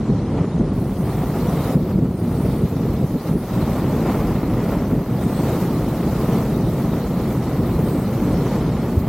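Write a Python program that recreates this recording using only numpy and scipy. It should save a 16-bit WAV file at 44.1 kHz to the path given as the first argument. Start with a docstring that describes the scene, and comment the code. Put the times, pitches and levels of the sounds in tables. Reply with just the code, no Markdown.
"""A deep, uneven rumble of wind, right on a helmet camera in a fast wingsuit glide above a forest.
Eddies buffet the microphone; the attached flow roars over the rumble, and fine turbulence hisses
at each port, with brief airy whistles where the air skims an edge.
The wind is mono in the bass and middle, wide in the treble."""
import sys
import numpy as np
from scipy import signal
from scipy.fft import rfft, irfft, next_fast_len
from scipy.io import wavfile
from scipy.ndimage import uniform_filter1d

SR = 44100
rng = np.random.default_rng(int(sys.argv[2]) if len(sys.argv) > 2 else 0)


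def waveform_to_disk(signal):
    """Save audio, clipped to [-1, 1], as 16-bit WAV at the path in sys.argv[1]."""
    frames = np.transpose(np.atleast_2d(signal))
    scaled = np.clip(frames, -1, 1) * 32767
    samples = np.round(scaled).astype(np.int16)
    wavfile.write(sys.argv[1], SR, samples)


N = 400428
T = np.arange(N) / SR
TOP_HZ = 15830  # upper limit of the camera's sound

# Air speed over the housing. Each row: time in seconds, roar level in dB, hiss level in dB.
FLOW = [(0.03, -39, -51.5), (0.33, -37.5, -52), (0.83, -39, -53.5), (1.73, -30.5, -45.5), (1.78, -40, -53),
        (2.13, -41.5, -57), (2.33, -36, -50.5), (3.24, -38.5, -51.5), (3.29, -33.5, -49),
        (3.36, -41, -54.5), (3.51, -34, -49), (4.19, -31.5, -48.5), (4.44, -34, -51.5), (4.72, -32, -49.5),
        (5.02, -37.5, -53.5), (5.49, -30.5, -45), (5.82, -34.5, -48.5), (6.37, -30.5, -45.5),
        (6.5, -34.5, -48.5), (8.0, -34.5, -50.5), (8.5, -32, -46), (8.65, -32.5, -48.5), (9.0, -36.5, -50),
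        (9.03, -35.5, -54)]
# Large eddies that hit the microphone. Each row: time in seconds, relative peak in dB.
THUMPS = [(0.095, -3), (0.412, -3), (1.756, -0.5), (1.818, -7), (1.956, 0), (2.028, -1.5), (2.637, -4),
          (3.039, -6), (3.166, -7), (3.311, -1), (3.352, -3.5), (4.766, -4.5), (4.82, -6.5), (4.878, -6),
          (7.376, -5), (8.366, -4), (8.976, 1)]
# Air skimming an edge. Each row: start and end in seconds, first and last pitch in Hz, level in dB.
WHISTLES = [(0.153, 0.75, 9700, 9400, -62), (0.722, 1.35, 9500, 9200, -59), (1.45, 1.783, 9700, 9900, -56),
            (2.10, 2.677, 9250, 9300, -56.5), (3.02, 3.16, 9900, 10100, -55),
            (3.20, 3.50, 10100, 10000, -56), (5.168, 5.48, 9350, 7850, -54),
            (7.818, 8.055, 9100, 7900, -52.5)]
# Spectra of the wind's four noise layers. Each row: frequency in Hz, relative density in dB.
RUMBLE = [(18, -28), (30, -20), (48, -4.5), (80, -6.5), (130, -.5), (180, 0), (300, -7), (450, -14.5),
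          (700, -27), (1400, -48.5), (2200, -70)]
ROAR = [(100, -17), (250, 1), (450, 0), (620, -3), (820, -5.5), (1250, -11), (1440, -14.5), (1530, -19.5),
        (2000, -18.5), (2700, -25), (4000, -37.5)]
HISS = [(1700, -6), (2400, -11.5), (3000, 1.5), (4200, 2), (4800, 0), (7500, -5), (9500, -6.5),
        (12000, -6.5), (16000, -14)]
PORT_RING = [(9000, -9), (11500, -7.5), (13000, -2), (13900, 0.5), (15000, -4), (16000, -1)]
# Top-octave sheen of the ports against the hiss. Each row: time in seconds, relative level in dB.
SHEEN = [(0.68, -14), (0.76, -1), (1.3, 1.5), (2.6, 0), (4.5, 1), (7.25, 0.5), (7.33, 5), (7.4, -2),
         (7.9, 5), (8.75, -9), (9.0, 4)]
# The flow breaks away and the rumble swells. Each row: middle and length in seconds, swell in dB.
SURGES = [(0.13, 0.088, 3), (0.61, 0.057, 2.5), (1.775, .07, 6), (1.99, 0.15, 3.5), (2.64, 0.073, 6.5),
          (3.03, .08, 4.5), (3.16, .05, 6.5), (3.355, 0.041, 3), (4.96, 0.14, 2.5), (5.26, .06, 5),
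          (7.28, .05, 3.5), (7.61, 0.052, 6)]
# Calm pockets between eddies, where the rumble sinks. Each row: middle and length in seconds, drop in dB.
LULLS = [(0.06, .06, 8), (0.51, .08, 5.5), (0.66, 0.053, 3), (0.95, 0.077, 5.5), (1.86, .1, 3),
         (2.17, 0.081, 7), (2.69, 0.1, 6.5), (3.09, 0.072, 7), (3.22, 0.18, 11.5), (3.41, 0.1, 7.5),
         (3.48, 0.13, 8), (5.05, 0.085, 8), (7.44, .08, 3), (8.89, 0.15, 3.5)]
# Short gusts that lift the roar and make it rasp. Each row: middle and length in seconds, lift in dB.
GUSTS = [(0.39, 0.11, 2), (1.18, 0.42, 1.5), (1.9, .1, 2.5), (2.48, 0.28, 0.5), (3.75, 0.23, 2),
         (4.12, 0.23, 3.5), (4.72, .09, 3), (5.22, 0.071, 2.5), (7.52, 0.16, 1.5), (8.28, 0.11, 0)]


def rumble(eddies, uneven_db, steady_s):
    """Eddies press on the microphone: jumpy from one to the next, with an even long-run force."""
    pressure = colour(rng.standard_normal(N) * undb(uneven_db * eddies), RUMBLE)
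    power = uniform_filter1d(pressure ** 2, int(steady_s * SR))
    return pressure / np.sqrt(np.maximum(power, 0) + 1e-6)


def thumps(hz, width_s, trim_db):
    """A vortex core passes the microphone: a swing of suction between two shoulders of pressure."""
    out = np.zeros(N)
    stretches = np.exp(0.23 * rng.standard_normal(len(THUMPS)))
    for (at, db), stretch in zip(THUMPS, stretches):
        near = np.abs(T - at) < .04
        t = (T[near] - at - width_s) / stretch
        out[near] -= undb(db + trim_db) * np.exp(-.5 * (t / width_s) ** 2) * np.cos(2 * np.pi * hz * t)
    return out


def roar(eddies, rasp):
    """Flow over the housing: eddies break into small bursts and spikes that give it a torn edge."""
    bursts = undb(0.75 * eddies + 0.8 * rasp + 0.74 * walk(500))
    torn_air = unit(rng.standard_normal(N) * bursts)
    return colour(torn_air + undb(-9.5) * snaps(per_s=90, spread_db=2.5), ROAR)


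def snaps(per_s, spread_db):
    """Sparse, sharp pressure spikes from the smallest vortices; most are weak."""
    hits = rng.random(N) < per_s / SR
    size = np.minimum(rng.exponential(size=N), 3)
    return unit(hits * undb(spread_db * size) * np.sign(rng.standard_normal(N)))


def hiss(spectrum, eddies, shared, eddy_db, grain_db):
    """Fine turbulence right at the ports, stirred by the passing eddies."""
    return colour(port_noise(shared) * undb(eddy_db * eddies + grain_db * walk(300)), spectrum)


def whistles(width_hz, fade_s, waver, trim_db):
    """Unsteady shedding at an edge: a narrow band of noise whose pitch glides and wavers slightly."""
    out = np.zeros((2, N))
    narrow = signal.butter(2, width_hz / 2, fs=SR, output="sos")
    band = unit(signal.sosfilt(narrow, port_noise(shared=0.93))) * undb(trim_db + 2.0 * walk(35))
    drift = 1 + waver * walk(40)
    for start, end, first_hz, last_hz, db in WHISTLES:
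        on = (T > start) & (T < end)
        t = T[on]
        hz = np.interp(t, [start, end], [first_hz, last_hz]) * drift[on]
        fade = np.minimum(np.minimum(t - start, end - t) / fade_s, 1)
        carrier = np.sqrt(2) * np.sin(2 * np.pi * np.cumsum(hz) / SR)
        out[:, on] += undb(db) * fade * band[:, on] * carrier
    return out


def flicker(x, depth_db, bands=24):
    """Each band of the hiss flutters on its own."""
    size = next_fast_len(N)
    spectrum = rfft(x, size)
    hz = np.arange(size // 2 + 1) * SR / size
    band_of_bin = np.round(np.interp(hz, np.geomspace(2000, TOP_HZ, bands), np.arange(bands)))
    out = 0
    for k in range(bands):
        band = irfft(spectrum * (band_of_bin == k), size)[..., :N]
        out = out + band * undb(depth_db * walk(55))
    return unit(out)


def port_noise(shared):
    """White noise at the two microphone ports, partly the same in both."""
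    return np.sqrt(shared) * rng.standard_normal(N) + np.sqrt(1 - shared) * rng.standard_normal((2, N))


def colour(x, points):
    """Filter by a (Hz, dB) spectrum that rolls off past both ends; rms 1."""
    hz, db = np.transpose(points)
    size = next_fast_len(N)
    f = np.maximum(np.arange(size // 2 + 1) * SR / size, 1)
    gain = undb(np.interp(np.log(f), np.log(hz), db))
    skirts = np.minimum(f / hz[0], 1) * np.minimum(hz[-1] / f, 1) ** 2
    return unit(irfft(rfft(x, size) * gain * skirts, size)[..., :N])


def walk(per_s):
    """A smooth random wander that changes about per_s times a second; rms 1."""
    hold = int(SR / per_s)
    steps = np.repeat(rng.standard_normal(N // hold + 1), hold)
    return unit(uniform_filter1d(uniform_filter1d(steps, hold), hold)[:N])


def swells(table):
    """A smooth rise and fall in dB for each (middle, length, dB) row."""
    return sum(db * np.cos(np.pi * np.clip((T - at) / length, -.5, .5)) ** 2 for at, length, db in table)


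def curves(table):
    """Each level column of a table, joined by straight lines in time."""
    times, *columns = np.transpose(table)
    return [np.interp(T, times, column) for column in columns]


def undb(db):
    """Decibels to gain."""
    return 10 ** (np.asarray(db) / 20)


def unit(x):
    """Scale to rms 1."""
    return x / np.sqrt(np.mean(x ** 2))


def scene():
    """At the helmet, rumble, roar and hiss ride the same eddies; surges trade roar for rumble."""
    roar_db, hiss_db = curves(FLOW)
    sheen_db, = curves(SHEEN)
    surge_db, gust_db = swells(SURGES), swells(GUSTS)
    eddies = walk(110)
    rasp = gust_db * walk(120)  # fast flutter inside a gust
    rumble_db = -19.5 + 1.14 * walk(18) + surge_db - swells(LULLS)
    stir_db = gust_db - 0.33 * surge_db + 0.5 * walk(12)
    roar_db += stir_db
    hiss_db += 0.73 * stir_db  # the hiss swings less than the roar

    low = undb(rumble_db) * rumble(eddies, uneven_db=1.24, steady_s=.06)
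    low += thumps(hz=162, width_s=0.0034, trim_db=-6.0)
    mid = undb(roar_db + 5.0) * roar(eddies, rasp)
    port_hiss = hiss(HISS, eddies, shared=0.29, eddy_db=0.14, grain_db=.5)
    high = undb(hiss_db + 3) * flicker(port_hiss, depth_db=2.5)
    port_ring = hiss(PORT_RING, eddies, shared=0.28, eddy_db=0.2, grain_db=1.2)
    top = undb(hiss_db + sheen_db + 3.5) * flicker(port_ring, depth_db=1.8)
    return low + mid + high + top + whistles(width_hz=1100, fade_s=0.05, waver=0.024, trim_db=0.9)


def record(dry):
    """The camera merges its ports below the treble and rounds the peaks; its top octave starts muffled."""
    wide_above_hz, treble_opens_s = 3170, 0.733
    mid, side = (dry[0] + dry[1]) / 2, (dry[0] - dry[1]) / 2
    side = signal.sosfiltfilt(signal.butter(10, wide_above_hz, "high", fs=SR, output="sos"), side)
    sound = np.tanh(.8 * np.array([mid + side, mid - side])) / .8
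    muffled = signal.sosfiltfilt(signal.butter(12, 10400, fs=SR, output="sos"), sound)
    muffled = signal.sosfiltfilt(signal.butter(1, 11000, fs=SR, output="sos"), muffled)
    sound = np.where(T < treble_opens_s, muffled + undb(-13) * (sound - muffled), sound)
    return signal.sosfilt(signal.ellip(12, .1, 80, TOP_HZ, fs=SR, output="sos"), sound)


dry = scene()
out = record(dry)
waveform_to_disk(out)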